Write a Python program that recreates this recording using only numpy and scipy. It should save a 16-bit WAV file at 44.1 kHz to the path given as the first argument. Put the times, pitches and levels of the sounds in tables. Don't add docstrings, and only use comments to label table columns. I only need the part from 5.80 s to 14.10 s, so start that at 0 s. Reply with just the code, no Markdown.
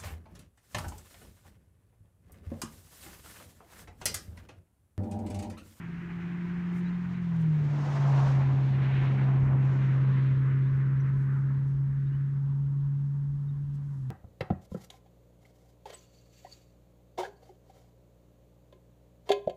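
import sys
import numpy as np
from scipy import signal
from scipy.fft import rfft, irfft, next_fast_len
from scipy.io import wavfile

SR = 44100
rng = np.random.default_rng(int(sys.argv[2]) if len(sys.argv) > 2 else 0)


def generate_wav(sig):
    pcm = np.round(np.clip(np.atleast_2d(sig).T, -1, 1) * 32767).astype(np.int16)
    wavfile.write(sys.argv[1], SR, pcm)


N = 366206
TIME = np.arange(N) / SR


def from_db(db):
    return 10 ** (np.asarray(db) / 20)


def rms_one(x):
    return x / np.sqrt(np.mean(x ** 2) + 1e-20)


def in_time(rows):
    s, *columns = np.transpose(rows)
    return [np.interp(TIME, s, column) for column in columns]


def drift(rate_hz, step=40):
    pole = np.exp(-2 * np.pi * rate_hz * step / SR)
    raw = rng.standard_normal(N // step + 2002)
    slow = signal.lfilter([1], [1, -2 * pole, pole * pole], raw)[2000:]
    return np.interp(np.arange(N) / step, np.arange(len(slow)), rms_one(slow))


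def noise(spectrum):
    size = next_fast_len(N)
    hz = np.maximum(np.arange(size // 2 + 1) * SR / size, 1)
    points_hz, points_db = np.transpose(spectrum)
    gain = from_db(np.interp(np.log(hz), np.log(points_hz), points_db))
    skirts = np.minimum(1, hz / points_hz[0]) ** 2 * np.minimum(1, points_hz[-1] / hz) ** 2
    white = rfft(rng.standard_normal(size))
    return rms_one(irfft(white * gain * skirts, size)[:N])


def bell(s, half_s, order=2):
    return np.exp(-np.minimum(np.abs((TIME - s) / half_s) ** order, 20))


ROUNDING_S, SCATTER_DB = 0.25, -22


def passing(corner_s, corner_db, rise_db_per_s, fade_db_per_s):
    late = (TIME - corner_s) / ROUNDING_S
    rise_db = rise_db_per_s * np.logaddexp(0, -late)
    fade_db = fade_db_per_s * np.logaddexp(0, late)
    direct = from_db(-ROUNDING_S * (rise_db + fade_db))
    return corner_db + 20 * np.log10(np.hypot(direct, from_db(SCATTER_DB)))


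def recede(x, edge_hz, loss_db, start_s, end_s):
    low = signal.sosfiltfilt(signal.butter(4, edge_hz, fs=SR, output="sos"), x)
    return low + (x - low) * from_db(np.interp(TIME, [start_s, end_s], [0, loss_db]))


ABREAST_S, MACH, SWEEP_S = 2.15, 0.056, 0.38


def doppler():
    along = (TIME - ABREAST_S) / SWEEP_S
    return 1 - MACH * along / np.hypot(along, 1)


# time in seconds, firings per second.
FIRING_RATE = [(0, 160.6), (0.6, 165.2), (1.38, 168.9), (1.84, 141.2), (4.55, 141.2), (7.75, 150.4),
               (8.1, 150), (8.28, 135.5)]


def firing_phase():
    speed_hz, = in_time(FIRING_RATE)
    firing_hz = speed_hz * doppler()
    return firing_hz, 2 * np.pi * np.cumsum(firing_hz) / SR


# time in seconds, rms level in dB before waver.
DRONE_LEVEL = [(0.03, -39), (0.19, -38), (0.26, -40.5), (0.35, -36), (1.04, -29.5), (1.34, -34),
               (1.68, -24), (2.02, -28.5), (2.05, -30.5), (2.3, -22), (3.04, -25), (3.82, -23),
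               (4.04, -24.5), (4.25, -23), (6.48, -28.5), (7.07, -27.5), (8.13, -34.5), (8.27, -33.5)]


def drone(phase, waver_db):
    level_db, = in_time(DRONE_LEVEL)
    return np.sqrt(2) * np.sin(phase) * from_db(level_db + waver_db * drift(12))


SHIFT_S, BOOM_HALF_S, BOOM_DB = 1.4, 0.37, 17.5
# order in eighths of the firing rate, level in dB against the gas flow.
LOPING_LINES = [(4, -16.5), (6, -7.5), (10, -20)]


def lope(phase, flow_db):
    boom_db = flow_db + BOOM_DB * bell(SHIFT_S, BOOM_HALF_S)
    out = 0
    for order, line_db in LOPING_LINES:
        line = np.sqrt(2) * np.sin(phase * round(order) / 8 + .5 * drift(8))
        out = out + line * from_db(boom_db + line_db + 2 * drift(8))
    return out


PULL_S, PULL_HALF_S, SNARL_DB = 0.54, 0.57, -53


def snarl(phase):
    line = np.sqrt(2) * np.sin(2 * phase + .5 * drift(8))
    return line * from_db(SNARL_DB + 2 * drift(9.9)) * bell(PULL_S, PULL_HALF_S, order=4)


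# order in eighths of the firing rate, relative level in dB.
UNEVEN_LINES = [(7, -3.5), (9, -10), (10, -13), (11, -3.5), (12, 3), (14, -0.5), (16, 11.5), (24, -0.5)]
# frequency in Hz, gain in dB.
MUFFLER_GAIN = [(100, -9.5), (133, 2), (150, -1), (200, -4), (260, -16.5), (310, -23.5), (350, -20.5),
                (400, -21)]


def burble(firing_hz, phase, unsteady):
    out = 0
    for order, line_db in UNEVEN_LINES:
        multiple = round(order) / 8
        turn = multiple * phase + rng.uniform(0, 2 * np.pi)
        muffler_db = np.interp(multiple * firing_hz, *np.transpose(MUFFLER_GAIN))
        waver = drift(5.6) * np.sin(turn) + drift(3.2) * np.cos(turn)
        out = out + from_db(line_db + muffler_db) * (np.sin(turn) + unsteady * waver)
    return out


# frequency in Hz, relative density in dB per Hz.
RUSH_SPECTRUM = [(50, -12.5), (80, 4.5), (150, 7.5), (230, -1), (320, 0), (400, -4), (500, -11),
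                 (700, -19.5), (1200, -47)]


def gas(phase, puff):
    rush = recede(noise(RUSH_SPECTRUM), edge_hz=270, loss_db=-12.5, start_s=4.36, end_s=9.0)
    return rush * (1 + puff * np.sin(phase))


EASE_HALF_S, EASE_DB = 0.27, -6.5


def exhaust(uneven_db, unsteady, waver_db, rush_db, puff):
    firing_hz, phase = firing_phase()
    flow_db = passing(corner_s=3.45, corner_db=-44.0, rise_db_per_s=2.5, fade_db_per_s=3.0)
    eased_db = flow_db + EASE_DB * bell(SHIFT_S, EASE_HALF_S)
    tones = drone(phase, waver_db) + lope(phase, flow_db) + snarl(phase)
    rough = from_db(uneven_db) * burble(firing_hz, phase, unsteady) + from_db(rush_db) * gas(phase, puff)
    return tones + from_db(eased_db) * rough


PASS_S, PASS_HALF_S = 2.268, 0.36
# frequency in Hz, relative density in dB per Hz.
ROAR_SPECTRUM = [(300, -10.5), (500, -2.5), (750, -0.5), (1000, 2), (1300, -5), (1800, -11.5), (3000, -38)]
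TREAD_SPECTRUM = [(800, -27), (1200, -1.5), (1550, 2), (2000, 0.5), (2450, -4), (3000, -12), (4500, -40.5)]
HISS_SPECTRUM = [(1900, -18), (2600, 1.5), (3200, 0.5), (3800, -2), (4400, -7), (5200, -24), (7000, -39)]
SPRAY_SPECTRUM = [(2500, -14.5), (4000, 0), (5500, 2), (6800, -1), (8000, -10.5), (10000, -18.5),
                  (14000, -28)]


def tyres(flutter_db):
    def part(sound, level_db, view_db):
        lift_db = view_db * bell(PASS_S, PASS_HALF_S, order=4)
        return sound * from_db(level_db + lift_db + flutter_db * drift(14))

    roar_db = passing(corner_s=4.16, corner_db=-47.0, rise_db_per_s=3.0, fade_db_per_s=7.0)
    hum_db = passing(corner_s=5.2, corner_db=-50.0, rise_db_per_s=1.16, fade_db_per_s=12.0)
    hiss_db = passing(corner_s=3.17, corner_db=-60.0, rise_db_per_s=4.0, fade_db_per_s=7.0)
    spray_db = passing(corner_s=2.68, corner_db=-70.0, rise_db_per_s=3.5, fade_db_per_s=5.0)
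    hum = recede(noise(TREAD_SPECTRUM), edge_hz=1920, loss_db=-13.0, start_s=3.98, end_s=5.65)
    return (part(noise(ROAR_SPECTRUM), roar_db, view_db=11.0)
            + part(hum, hum_db, view_db=3.5)
            + part(noise(HISS_SPECTRUM), hiss_db, view_db=5.0)
            + part(noise(SPRAY_SPECTRUM), spray_db, view_db=11.5))


# middle in seconds, half length in
# seconds, centre in Hz, width in octaves, lift in dB.
TREE_SURGES = [(.55, 0.66, 1950, 1.5, 3), (1.657, 0.41, 1506, 3, -3), (3.177, 0.16, 2860, 1.12, 7.5),
               (3.72, 0.19, 3900, 1.1, -6.5), (3.98, 0.16, 6350, 0.87, 6.5), (4.36, .18, 3720, 0.79, 5),
               (5.555, .1, 1406, 0.56, 4), (5.968, 0.18, 1772, 1.1, -3.5), (6.35, 0.22, 682, 1.4, -8),
               (6.373, 0.23, 1720, 1.6, 5), (6.758, 0.14, 850, 0.92, 4.5), (7.05, 0.098, 1096, 1.2, 2.5)]


def surges(x):
    out = x.copy()
    for s, half_s, centre_hz, octaves, lift_db in TREE_SURGES:
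        near = np.abs(TIME - s) < 3 * half_s
        edges_hz = np.minimum(centre_hz * 2 ** (octaves * np.array([-.5, .5])), SR / 2 - 1)
        band_filter = signal.butter(1, edges_hz, "band", fs=SR, output="sos")
        band = signal.sosfiltfilt(band_filter, out[near])
        out[near] += band * (from_db(lift_db * bell(s, half_s)[near]) - 1)
    return out


def trunks(x, share, wander_s, count=10):
    delays = [rng.uniform(.003, .025) + wander_s * drift(.5) for _ in range(count)]
    return x + share * sum(np.interp(TIME - delay, TIME, x) for delay in delays)


# frequency in Hz, relative density in dB per Hz.
RUMBLE_SPECTRUM = [(22, -17), (38, -5.5), (60, -3), (90, -5.5), (140, -10), (300, -38)]
# middle in seconds, half length in seconds, lift in dB.
WAKE_GUSTS = [(2.488, .07, 8), (3.203, .13, 6), (3.643, 0.18, 9), (4.33, .1, 5), (5.497, .17, 3)]


def rumble(lumpy_db):
    wake_db = passing(corner_s=5.1, corner_db=-47.5, rise_db_per_s=3.0, fade_db_per_s=2.0)
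    gust_db = sum(lift_db * bell(s, half_s) for s, half_s, lift_db in WAKE_GUSTS)
    return noise(RUMBLE_SPECTRUM) * from_db(wake_db + gust_db + lumpy_db * drift(7))


# time in seconds, centre in Hz,
# lift in dB.
GROUND_REFLECTION = [(0, 517, -16), (1.3, 517, -9), (2.0, 685, 4), (3.55, 790, 4.5), (4.7, 731, -16),
                     (6.0, 708, -12.5), (7.4, 675, -5)]


def ground(x, width, block=256):
    centre_hz, lift_db = in_time(GROUND_REFLECTION)
    out, state = np.zeros(N), np.zeros(2)
    for i in range(0, N, block):
        w = 2 * np.pi * centre_hz[i] / SR
        g = from_db(lift_db[i] / 2)
        k = np.sin(w) * width / 2
        b = [1 + k * g, -2 * np.cos(w), 1 - k * g]
        a = [1 + k / g, -2 * np.cos(w), 1 - k / g]
        out[i:i + block], state = signal.lfilter(b, a, x[i:i + block], zi=state)
    return out


# frequency in Hz, relative density in dB per Hz.
AIR_SPECTRUM = [(100, 9), (1000, 2), (3000, 0.5), (6500, 1.5), (8500, -1), (10500, -5.5), (15000, -4.5)]


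def air(level_db):
    return from_db(level_db) * noise(AIR_SPECTRUM)


# middle in seconds, half length in seconds, level in dB.
GRASS_RUSTLES = [(.975, 0.035, -68), (1.566, .006, -71), (1.614, .02, -70), (5.41, .06, -78),
                 (5.56, 0.054, -80), (5.893, 0.035, -78.5), (7.952, 0.015, -73), (8.157, 0.14, -78.5)]
# frequency in Hz, relative density in dB per Hz.
GRASS_SPECTRUM = [(2000, -14.5), (4000, -3.5), (6200, 2), (9000, -1.5), (15000, -10.5)]


def grass(grain_db):
    swish = sum(from_db(level_db) * bell(s, half_s) for s, half_s, level_db in GRASS_RUSTLES)
    return swish * rms_one(noise(GRASS_SPECTRUM) * from_db(grain_db * drift(200)))


# middle in seconds, length in seconds, mid pitch in Hz, rise from end to end in octaves,
# scoop in octaves per length squared, peak level in dB.
BIRD_CHIRPS = [(1.07, .058, 3860, .12, 0.84, -61), (1.352, .03, 3800, .2, .3, -65),
               (4.87, .055, 3650, .3, 0.4, -68), (5.209, .02, 5950, 0, -0.52, -65),
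               (6.274, 0.038, 3720, .15, .1, -69), (6.343, .06, 2950, .18, -.2, -67),
               (7.694, 0.029, 3680, -.02, .25, -68.5)]


def birds():
    out = np.zeros(N)
    for s, length_s, hz, rise, scoop, level_db in BIRD_CHIRPS:
        u = np.linspace(-.5, .5, int(length_s * SR))
        pitch_hz = hz * 2 ** (rise * u + scoop * u ** 2)
        whistle = np.cos(np.pi * u) * np.sin(2 * np.pi * np.cumsum(pitch_hz) / SR)
        start = int((s - length_s / 2) * SR)
        out[start:start + len(u)] += from_db(level_db) * whistle
    return out


def scene():
    engine = exhaust(uneven_db=1.5, unsteady=0.6, waver_db=0.26, rush_db=6.0, puff=0.15)
    road = trunks(surges(tyres(flutter_db=1.5)), share=.09, wander_s=.0004)
    wake = rumble(lumpy_db=3.0)
    orchard = air(level_db=-77.5) + grass(grain_db=0.5) + birds()
    return (ground(engine + road + wake, width=0.24) + orchard)[None]


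CUTOFF_HZ = 15100


def record(dry):
    return signal.sosfilt(signal.ellip(10, .1, 90, CUTOFF_HZ, fs=SR, output="sos"), dry)


dry = scene()
out = record(dry)
generate_wav(out)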